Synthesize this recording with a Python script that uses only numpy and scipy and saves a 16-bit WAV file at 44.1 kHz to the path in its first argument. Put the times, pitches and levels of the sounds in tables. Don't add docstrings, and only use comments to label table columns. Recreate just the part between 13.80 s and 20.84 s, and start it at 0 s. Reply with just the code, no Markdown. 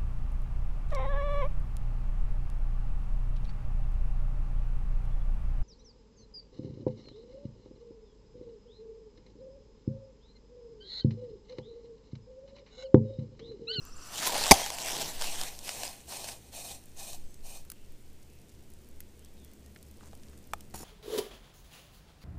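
import sys
import numpy as np
from scipy import signal
from scipy.fft import rfft, irfft
from scipy.io import wavfile
from scipy.ndimage import map_coordinates

SR = 44100
rng = np.random.default_rng(int(sys.argv[2]) if len(sys.argv) > 2 else 0)


def dump_mix(stems):
    frames = np.atleast_2d(stems).T
    limited = np.clip(frames, -1, 1)
    pcm = np.round(limited * 32767).astype(np.int16)
    wavfile.write(sys.argv[1], SR, pcm)


N = 310464
TIME = np.arange(N) / SR

# time in seconds, flow level in dB.
POURING = [(0.3, -54.5), (0.35, -44.5), (0.40, -37), (0.47, -34), (0.52, -36), (0.68, -31.5), (0.76, -36),
           (0.85, -38), (0.91, -73)]
# start in seconds, time on the wall in seconds, flow level in dB, drying in dB per second.
SLOSHES = [(0.958, 0.26, -39, 68), (1.39, 0.26, -40, 160), (1.819, 0.26, -41.6, 180),
           (2.266, 0.24, -43, 220.5), (2.712, 0.21, -45, 223), (3.157, 0.19, -48, 300),
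           (3.626, 0.15, -50.5, 340)]
# time in seconds, puffs per second, their level in dB relative to
BOILING = [(0.3, 2500, -5, 0.03), (1.25, 1240, -3, 0), (1.6, 330, -5, 0.29), (2.4, 310, -1, 0.66),
           (2.8, 400, -7, 0.94), (3.8, 530, -11, 1)]
# frequency in Hz, bandwidth in Hz, gain in dB.
POT_AIR = [(687, 76, 4), (794.8, 37, 3), (910, 14, 0.5), (980, 22, -5.5), (2550, 110, 2), (2880, 65, -0.5),
           (3880, 99, -1.5), (4230, 130, 3), (5700, 77, 2), (6420, 380, 1), (7596, 180, 4.5),
           (8650, 420, 4), (9260, 180, 2), (12743, 1400, -7.5)]
# delay in seconds, gain as a factor.
ECHOES = [(0.00165, 0.2), (0.0031, -0.17), (0.0054, 0.2)]
# frequency in Hz, relative level in dB.
COAL_STEAM = [(240, -27), (450, -4), (700, 3.5), (950, 1.5), (1300, -7.5), (1700, -2.5), (2400, -3),
              (3000, 0), (4000, -2), (5000, -1.5), (5900, -1.5), (8800, -5.5), (10500, -9.5),
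              (15000, -14.5)]
POT_STEAM = [(300, -22), (480, -7.5), (1000, -8), (1200, -22), (1800, -14.5), (2200, -18.5), (2500, -7.5),
             (4000, -3.5), (5000, -3.5), (6000, -2), (9600, -2.5), (10800, -6.5), (13200, -3), (15000, -10)]
SPLASH_SPECTRUM = [(70, -16), (160, 2), (300, 1), (480, -1), (900, -21.5)]
# centre in seconds, half-width in seconds, level in dB.
FLASH = (0.474, 0.014, -28.5)
# start in seconds, relative level in dB.
SPITS = [(0.425, -20), (0.4676, -15.5), (0.472, -12.5), (0.5793, -17), (0.8625, -19), (0.903, -18),
         (0.985, -20.5), (1.2191, -19.5), (1.4132, -18), (1.4216, -18), (1.4422, -23), (1.6132, -17),
         (1.635, -23), (1.892, -18.5), (2.0337, -17), (2.0518, -24), (2.443, -25.5), (2.4872, -23),
         (2.9158, -33), (3.3314, -29)]
# start in seconds, relative level in dB, starting pitch in Hz.
GULPS = [(0.428, -32.5, 1207), (0.462, -29.5, 959.6), (0.474, -26, 1005), (0.495, -27, 918.5),
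         (0.544, -27.5, 612), (0.580, -26, 518), (0.615, -27.5, 831.6), (0.644, -28, 880),
         (0.665, -29.5, 1073), (0.795, -32, 1020), (0.862, -30.5, 850)]
# loudest moment in seconds, level in dB.
SPILLS = [(0.575, -46), (1.21, -44)]
# time in seconds, level in dB.
TRICKLE_LEVEL = [(0, -61), (0.07, -55), (0.13, -60), (0.2, -52), (0.32, -50.5), (0.42, -50), (0.55, -91)]
# frequency in Hz, bandwidth in Hz, gain in dB.
TRICKLE_PEAKS = [(1250, 280, -0.5), (2700, 190, -6), (4530, 220, -9.5), (5100, 400, -6), (5870, 160, -1),
                 (7255, 380, -9)]
# start and length in seconds, first and last pitch in Hz, level in dB.
SQUEAKS = [(0.018, 0.022, 5040, 5850, -55.5), (0.057, 0.02, 6900, 7670, -52),
           (0.116, 0.034, 5100, 6010, -53.5), (0.158, 0.024, 6950, 8010, -50.5),
           (0.218, 0.024, 5390, 5900, -51), (0.262, 0.018, 7250, 7950, -49.5),
           (0.825, 0.035, 3300, 3150, -38), (3.4, 0.22, 6100, 6450, -70), (3.41, 0.21, 7900, 7970, -68)]

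# start in seconds, relative levels of clash, thud and ring in dB.
LANDING_BLOWS = [(0.7109, -4.5, -12, -12), (0.7162, -11, 4.5, -16.5), (0.7184, -14, -14, -23),
                 (0.7405, -23.5, -43, -42)]
# start in seconds, relative levels of grit and bump in dB.
DRAG_JERKS = [(6.9405, -45, -35.5), (6.9435, -45, -54), (6.956, -38.5, -53), (6.9765, -46, -53),
              (6.9885, -43, -60), (7.001, -58, -44.5), (7.0065, -47, -57), (7.019, -46, -53),
              (7.03, -51, -41)]
# frequency in Hz, relative level in dB.
CLASH_SPECTRUM = [(180, -35.5), (300, -0.5), (1040, -8), (2650, -23), (3490, -6), (4120, -9), (4770, 0),
                  (7420, -6.5), (8460, -5.5), (11900, -8), (15000, -18.5)]
THUD_SPECTRUM = [(40, -8), (120, -9.5), (170, 1), (270, 5.5), (450, -2), (750, 0.5), (1050, -5),
                 (1400, -24), (2000, -1), (2450, -2.5), (3200, -19.5), (8000, -33.5)]
GRIT_SPECTRUM = [(710, -44.5), (1200, -5.5), (2240, -8), (2510, -9), (4000, -8), (4310, -9), (4790, -5),
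                 (7010, -3.5), (15000, -3.5)]
# frequency in Hz, relative level in dB, time to fall 60 dB in seconds.
POT_MODES = [(256, -14, 0.045), (506, -6.5, 0.038), (677, -6.5, 0.062), (773, 0, 0.085), (836, -3.5, 0.064),
             (970, -4.5, 0.018), (1083, -7, 0.033), (2060, -15, 0.03), (3276, -20.5, 0.17),
             (3800, -17.5, 0.03), (4560, -8.5, 0.045), (5080, -9, 0.042), (5020, -10.5, 0.025),
             (4830, -10.5, 0.058), (5356, -15.5, 0.055), (5860, -16, 0.02), (5720, -11, 0.05),
             (6630, -7, 0.05), (6200, -8.5, 0.095), (6160, -9, 0.05), (7560, -15.5, 0.071),
             (9189, -12.5, 0.07), (11600, -20.5, 0.045)]
SOIL_MODES = [(68, -2, 0.082), (183, -2.5, 0.014), (270, 2, 0.017)]
CLACK_MODES = [(423, -16, 0.014), (680, -10, 0.03), (828, -5.5, 0.026), (1246, 0.5, 0.014),
               (1770, -9, 0.013), (2400, -8, 0.013), (3500, -12, 0.014)]
# frequency in Hz, bandwidth in Hz, gain in dB.
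SCRAPE_RING = [(2570, 51, 5), (4350, 64, 9), (5450, 64, 5), (5720, 70, 3.5), (6940, 250, 4), (8100, 57, 3),
               (9140, 59, 2), (9600, 60, 0), (10210, 64, 2)]

# time in seconds, relative level in dB.
EMBER_LEVEL = [(0, -69.5), (2.6, -64.5), (5, -66), (7.04, -65)]
# frequency in Hz, bandwidth in Hz, gain in dB.
SAP_FIZZ = [(8400, 1393, -3), (13200, 1200, -8)]
# start in seconds, peak in dB, centre frequency in Hz.
TICKS = [(0.0518, -38, 12000), (1.79, -27.5, 4800), (3.0574, -41, 13020), (3.5428, -40, 7910),
         (3.851, -45, 8290), (3.901, -27, 9000), (3.9181, -27, 12080), (5.2045, -29.5, 12380),
         (5.448, -42, 6750), (5.6473, -39, 13400), (5.8616, -45.5, 6500), (6.028, -39, 8000),
         (6.352, -42, 8400), (6.434, -44, 3960), (6.5768, -44, 6000), (6.8075, -36.5, 6910)]
KNOCKS = [(3.851, -50, 1505), (3.900, -48, 1400), (3.918, -43.5, 1500), (5.205, -45, 1896),
          (5.961, -41, 1800), (6.209, -46.5, 1394), (6.233, -49, 800), (6.332, -40.5, 697),
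          (6.532, -48, 1496)]
# centre in seconds, half-width in seconds, level in dB.
RUSTLES = [(6.256, 0.04, -62), (6.5, 0.0894, -67.5)]
GUSTS = [(0.1, 0.13, -37), (0.684, 0.18, -41), (1.487, 0.24, -35), (3.541, 0.25, -37), (4.097, 0.18, -41.5),
         (5.251, 0.18, -52.5), (6.951, 0.11, -48.5)]
# frequency in Hz, relative level in dB.
EMBER_SPECTRUM = [(530, -37.5), (900, -5), (1020, -7), (1100, -14.5), (1410, -6), (1870, -4.5),
                  (2660, -3.5), (3780, -6), (8230, -7.5), (10800, -12), (15000, -11)]
LEAF_SPECTRUM = [(300, -10), (700, 4), (1400, 1), (2500, -5), (4000, -8), (7000, 0), (10000, -6),
                 (15000, -16)]
TRAFFIC_SPECTRUM = [(25, -13), (50, -4.5), (80, -4), (120, -9), (155, -8), (210, -7), (340, -9.5),
                    (470, -13.5), (740, -22.5), (1500, -33.5), (3000, -61.5)]
# time in seconds, level in dB.
TRAFFIC_LEVEL = [(0, -58), (4.3, -60), (6.3, -57), (7.04, -57.5)]
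# frequency in Hz, levels at the start and at the end in dB.
ENGINE_PARTIALS = [(69, -66, -59.5), (73.4, -71, -60.5), (120, -70, -64.5), (208, -95, -63)]
# start and length in seconds, first and last pitch in Hz, relative level in dB.
BIRD_CALLS = [(3.9, 0.18, 2850, 2700, -70), (4.44, 0.17, 2547, 2690, -73), (5.36, 0.12, 2650, 3820, -70),
              (5.53, 0.16, 4200, 3100, -70), (5.62, 0.11, 1940, 2240, -74), (5.8, 0.12, 1864, 2067, -75),
              (6.0, 0.22, 1950, 2054, -76), (6.42, 0.2, 2150, 1945, -79)]

USUAL_FLOW_DB = -42.5


def water_flow(wetting_s=0.038, soaked_s=0.75, cooling_db_per_s=11.5, dry_s=3.93, fade_s=0.21):
    power = (from_db(in_time(POURING)[0]) * during(POURING, fade_s=0.12)) ** 2
    for start, hold_s, db, drying_db_per_s in SLOSHES:
        wetted = np.clip((TIME - start) / wetting_s, 0, 1)
        boiling_off = from_db(db - drying_db_per_s * np.maximum(TIME - start - hold_s, 0))
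        power = power + (wetted * boiling_off) ** 2
    simmer = from_db(-42 - cooling_db_per_s * (TIME - soaked_s)) * (TIME > soaked_s)
    water_left = np.clip((dry_s - TIME) / fade_s, 0, 1)
    return np.sqrt(power + (simmer * water_left) ** 2)


def boil(per_s, puff_db, flutter_db=2.4, puff_t60=0.0026):
    puff_decay = from_db(-120 * seconds(SR // 200) / puff_t60)
    puff_power = signal.fftconvolve(grains(per_s, spread_db=4.5) ** 2, puff_decay)[:N]
    steam = noise() * from_db(flutter_db * drift(30))
    puffs = rms_one(np.sqrt(np.abs(puff_power)) * noise())
    puff_gain = from_db(puff_db)
    return (steam + puff_gain * puffs) / np.sqrt(1 + puff_gain ** 2)


def shifting_gaps(steam, depth_db, width_hz=700, hold_s=0.042):
    hz, times, frames = signal.stft(steam, SR, nperseg=512)
    field = rng.standard_normal((256, 1024))
    grid = np.meshgrid(hz / width_hz, times / hold_s, indexing="ij")
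    gain_db = depth_db * map_coordinates(field, grid, order=3, mode="wrap")
    return signal.istft(frames * from_db(gain_db), SR, nperseg=512)[1][:N]


def sizzle(flow):
    per_s, puff_db, inside = in_time(BOILING)
    inside = np.clip(inside, 0, 1)
    coals = shifting_gaps(colour(boil(per_s, puff_db), COAL_STEAM), depth_db=2.5)
    hollow = cut(resonate(boil(per_s, puff_db), POT_AIR), 310, "high")
    wall = shifting_gaps(colour(boil(per_s, puff_db), POT_STEAM), depth_db=2.0)
    pot = wall + from_db(7) * hollow
    pot = pot + sum(gain * np.roll(pot, int(delay * SR)) for delay, gain in ECHOES)
    excess_db = 20 * np.log10(flow + 1e-9) - USUAL_FLOW_DB
    splutter = from_db(-5.5 + 0.02 * np.minimum(excess_db, 0) + 1.2 * drift(9.2))
    spray = from_db(-4 - 0.4 * np.maximum(excess_db, -3))
    out = 0
    for gain, coal_band, pot_band in zip([splutter, 1, spray], three_bands(coals), three_bands(pot)):
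        out = out + gain * (np.sqrt(1 - inside) * rms_one(coal_band) + np.sqrt(inside) * rms_one(pot_band))
    return out * flow * from_db(-1.5)


def flash():
    return rms_one(cut(noise(), 7000, "high")) * swells([FLASH])


def churn(start_db=-41, fall_db_per_s=30):
    since = TIME - LANDING_BLOWS[0][0]
    hollow = resonate(grains(900, spread_db=2.5), POT_AIR)
    settling = from_db(start_db - fall_db_per_s * np.abs(since)) * (since > 0)
    return rms_one(cut(hollow, [550, 1200], "band")) * settling


def spits():
    times, levels_db = np.transpose(SPITS)
    return colour(bursts(times, levels_db - 7, t60=0.012), COAL_STEAM)


def gulps(rise=0.12, t60=0.045):
    out, t = np.zeros(N), seconds(SR // 16)
    for start, db, hz in GULPS:
        tone = np.sin(2 * np.pi * hz * t * (1 + rise * t / t60))
        roughness = 1 + 2 * cut(rng.standard_normal(len(t)), 900, "low")
        add(out, start, decay(db - 1.5, t60, t) * tone * roughness)
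    return out


def splash(flow, usual_db=-58, limit_db=-55, rise_db_per_s=100, fall_db_per_s=129):
    level = np.minimum(from_db(usual_db) * (flow / from_db(USUAL_FLOW_DB)) ** 1.8, from_db(limit_db))
    for peak_s, db in SPILLS:
        below_peak_db = np.maximum(rise_db_per_s * (peak_s - TIME), fall_db_per_s * (TIME - peak_s))
        level = np.hypot(level, from_db(db - below_peak_db))
    return colour(grains(660, spread_db=2.0), SPLASH_SPECTRUM) * level


def trickle():
    singing = cut(resonate(noise(), TRICKLE_PEAKS), 10000, "low")
    hiss = from_db(-22) * cut(noise(), [500, 8000], "band")
    return rms_one(singing + hiss) * from_db(in_time(TRICKLE_LEVEL)[0]) * during(TRICKLE_LEVEL)


def squeaks():
    return glides(SQUEAKS, waver=0.02)


def pot_ring(times, levels_db):
    out, t = np.zeros(N), seconds(SR // 4)
    hz, mode_db, t60 = np.transpose(POT_MODES)[:, :, None]
    for start, blow_db in zip(times, levels_db):
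        db = blow_db + mode_db + rng.normal(0, 1, hz.shape)
        signs = rng.choice([-1, 1], hz.shape)
        add(out, start, np.sum(signs * damped_sine(hz, db, t60, t), axis=0))
    return out


def landing():
    times, clash_db, thud_db, ring_db = np.transpose(LANDING_BLOWS)
    push = bursts(times, thud_db - 7.5, t60=0.017)
    soil = np.zeros(N)
    thump = sum(damped_sine(hz, db, t60, seconds(SR // 4)) for hz, db, t60 in SOIL_MODES)
    for start, db in zip(times, thud_db):
        add(push, start, from_db([db + 18.5]))
        add(soil, start, from_db(db - 18.5) * thump)
    clash = bursts(times, clash_db, t60=0.022)
    rattle = bursts(times, clash_db - 20, t60=0.09)
    ring = pot_ring(times, ring_db + 2)
    return colour(clash + rattle, CLASH_SPECTRUM) + colour(push, THUD_SPECTRUM) + ring + soil


def drag():
    times, grit_db, bump_db = np.transpose(DRAG_JERKS)
    dull_ring = cut(pot_ring(times, bump_db - 9), 1400, "low")
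    bumps = bursts(times, bump_db + 14, t60=0.065)
    hollow = resonate(bumps, [(186, 73, 4), (300, 70, 1), (710, 43, -8), (900, 20, 0.5)])
    grit = colour(bursts(times, grit_db - 4, t60=0.072), GRIT_SPECTRUM)
    return grit + from_db(3.5) * resonate(grit, SCRAPE_RING) + dull_ring + hollow


def clack(start=6.7348):
    out, t = np.zeros(N), seconds(SR // 16)
    for k, (hz, db, t60) in enumerate(CLACK_MODES):
        add(out, start, (-1) ** k * damped_sine(hz, db - 21.5, t60, t))
    add(out, start, from_db(-29) * snap(7000, breadth=0.79, t60=0.022, scatter_db=-11))
    return out


def fire(faint_ticks_per_s=11, livens_at_s=4.4):
    crackle_bands = [(hz, hz / 2, 0) for hz in np.geomspace(4500, 13000, num=4)]
    crackle = sum(resonate(grains(22, spread_db=4.0), [band]) for band in crackle_bands)
    hiss = from_db(-0.5) * colour(noise(), EMBER_SPECTRUM)
    fizz = resonate(grains(1500, spread_db=2.5), SAP_FIZZ)
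    out = (hiss + fizz + from_db(-6.5) * rms_one(crackle)) * from_db(in_time(EMBER_LEVEL)[0])
    for start, db, hz in TICKS:
        add(out, start, from_db(db) * snap(hz, breadth=1.0, t60=0.012, scatter_db=-9.5))
    for start, db, hz in KNOCKS:
        add(out, start, from_db(db) * snap(hz, breadth=0.4, t60=0.028, scatter_db=-16.5))
    faint_onsets = (rng.random(N) < faint_ticks_per_s / SR) * (TIME > livens_at_s)
    faint_peaks = faint_onsets * from_db(-52.5 + 2.2 * noise())
    faint_tick = snap(9000, breadth=0.55, t60=0.0055, scatter_db=-13.5)
    return out + signal.fftconvolve(faint_peaks, faint_tick)[:N]


def rustle():
    return colour(grains(700, spread_db=3.0), LEAF_SPECTRUM) * swells(RUSTLES)


def birds():
    return woods(glides(BIRD_CALLS, waver=0.065), wet_db=1, t60=0.25) * from_db(-6)


def wind(calm_db=-54):
    pressure = cut(cut(noise(), 9.8, "low", order=3), 5, "high")
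    return rms_one(pressure) * (from_db(calm_db) + swells(GUSTS))


def traffic():
    return colour(noise(), TRAFFIC_SPECTRUM) * from_db(in_time(TRAFFIC_LEVEL)[0])


def engine():
    out = 0
    for hz, start_db, end_db in ENGINE_PARTIALS:
        phase = 2 * np.pi * np.cumsum(hz * (1 + 0.003 * drift(2))) / SR
        level = from_db(np.linspace(start_db, end_db, N) + 1.1 * drift(1.2))
        out = out + np.sqrt(2) * np.sin(phase) * level
    return out


def woods(x, wet_db, t60=0.4):
    t = seconds(SR)
    scatter = cut(rng.standard_normal(SR), [300, 5000], "band", order=1)
    tail = scatter * decay(0, t60, t) * np.minimum(t / 0.018, 1)
    return x + from_db(wet_db) * signal.fftconvolve(x, tail / np.linalg.norm(tail))[:N]


def snap(hz, breadth, t60, scatter_db):
    t = seconds(SR // 16)
    pulse = rng.standard_normal(len(t)) * decay(scatter_db, t60, t)
    pulse[0] = 1
    sound = resonate(pulse, [(min(hz, 0.33 * SR), hz * breadth, 0)])
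    return sound / np.abs(sound).max()


def glides(rows, waver):
    out, wobble = np.zeros(N), drift(400)
    for start, length_s, first_hz, last_hz, db in rows:
        progress = np.linspace(0, 1, int(length_s * SR))
        unsteady = 1 + waver * np.roll(wobble, -int(start * SR))[:len(progress)]
        hz = (first_hz + (last_hz - first_hz) * progress) * unsteady
        envelope = from_db(db) * np.sin(np.pi * progress)
        add(out, start, envelope * np.sin(2 * np.pi * np.cumsum(hz) / SR))
    return out


def bursts(times, levels_db, t60):
    envelope, t = np.zeros(N), seconds(SR // 4)
    for start, db in zip(times, levels_db):
        add(envelope, start, decay(db, t60, t))
    return envelope * noise()


def grains(per_s, spread_db):
    sizes = from_db(spread_db * np.minimum(rng.exponential(1, N), 4)) * rng.choice([-1, 1], N)
    return rms_one(sizes * (rng.random(N) < per_s / SR))


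def noise():
    return rng.standard_normal(N)


def drift(rate_hz):
    knots = rng.standard_normal(4096)
    return np.interp(TIME * rate_hz * 2, np.arange(len(knots)), rms_one(knots))


def colour(x, spectrum, size=4096):
    hz, db = np.transpose(spectrum)
    bin_hz = np.arange(size // 2 + 1) * SR / size
    gain = from_db(np.interp(np.log(bin_hz + 1), np.log(hz), db))
    cepstrum = irfft(np.log(gain))
    cepstrum[1:size // 2] *= 2
    cepstrum[size // 2 + 1:] = 0
    response = irfft(np.exp(rfft(cepstrum)))
    return signal.fftconvolve(x, response / np.linalg.norm(response))[:N]


def resonate(x, peaks):
    out = 0
    for hz, width_hz, db in peaks:
        radius = np.exp(-np.pi * width_hz / SR)
        forward = np.array([1, 0, -1]) * (1 - radius ** 2) / 2
        feedback = [1, -2 * radius * np.cos(2 * np.pi * hz / SR), radius ** 2]
        out = out + from_db(db) * signal.lfilter(forward, feedback, x + 1e-18)
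    return out


def cut(x, hz, kind, order=2):
    sections = signal.butter(order, np.clip(hz, 5, 0.45 * SR), kind, fs=SR, output="sos")
    return signal.sosfilt(sections, x + 1e-18)


def three_bands(x):
    low = signal.sosfiltfilt(signal.butter(4, 2000, fs=SR, output="sos"), x)
    high = signal.sosfiltfilt(signal.butter(4, 8500, "high", fs=SR, output="sos"), x)
    return low, x - low - high, high


def damped_sine(hz, db, t60, t):
    return decay(db, t60, t) * np.sin(2 * np.pi * hz * t)


def decay(db, t60, t):
    return from_db(db - 60 * t / t60)


def swells(rows):
    return sum(from_db(db) * np.exp(-((TIME - centre) / half_s) ** 2) for centre, half_s, db in rows)


def in_time(rows):
    times, *columns = np.transpose(rows)
    return [np.interp(TIME, times, column) for column in columns]


def during(rows, fade_s=0.04):
    return np.clip(1 + np.minimum(TIME - rows[0][0], rows[-1][0] - TIME) / fade_s, 0, 1)


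def add(out, start, sound):
    i = min(max(round(start * SR), 0), N - 1)
    out[i:i + len(sound)] += sound[:N - i]


def seconds(samples):
    return np.arange(samples) / SR


def from_db(db):
    return 10 ** (np.asarray(db) / 20)


def rms_one(x):
    return x / np.sqrt(np.mean(x ** 2) + 1e-20)


def scene():
    flow = water_flow()
    water = sizzle(flow) + flash() + churn() + spits() + gulps() + splash(flow) + trickle() + squeaks()
    near = water + landing() + drag() + clack() + fire() + rustle()
    calls = birds()
    return (woods(near, wet_db=-36.5) + calls + wind() + traffic() + engine())[None]


def record(dry, cutoff_hz=15250):
    low_pass = signal.ellip(10, 0.1, 70, cutoff_hz, fs=SR, output="sos")
    return signal.sosfilt(low_pass, np.clip(dry, -1, 1))


dry = scene()
out = record(dry)
dump_mix(out)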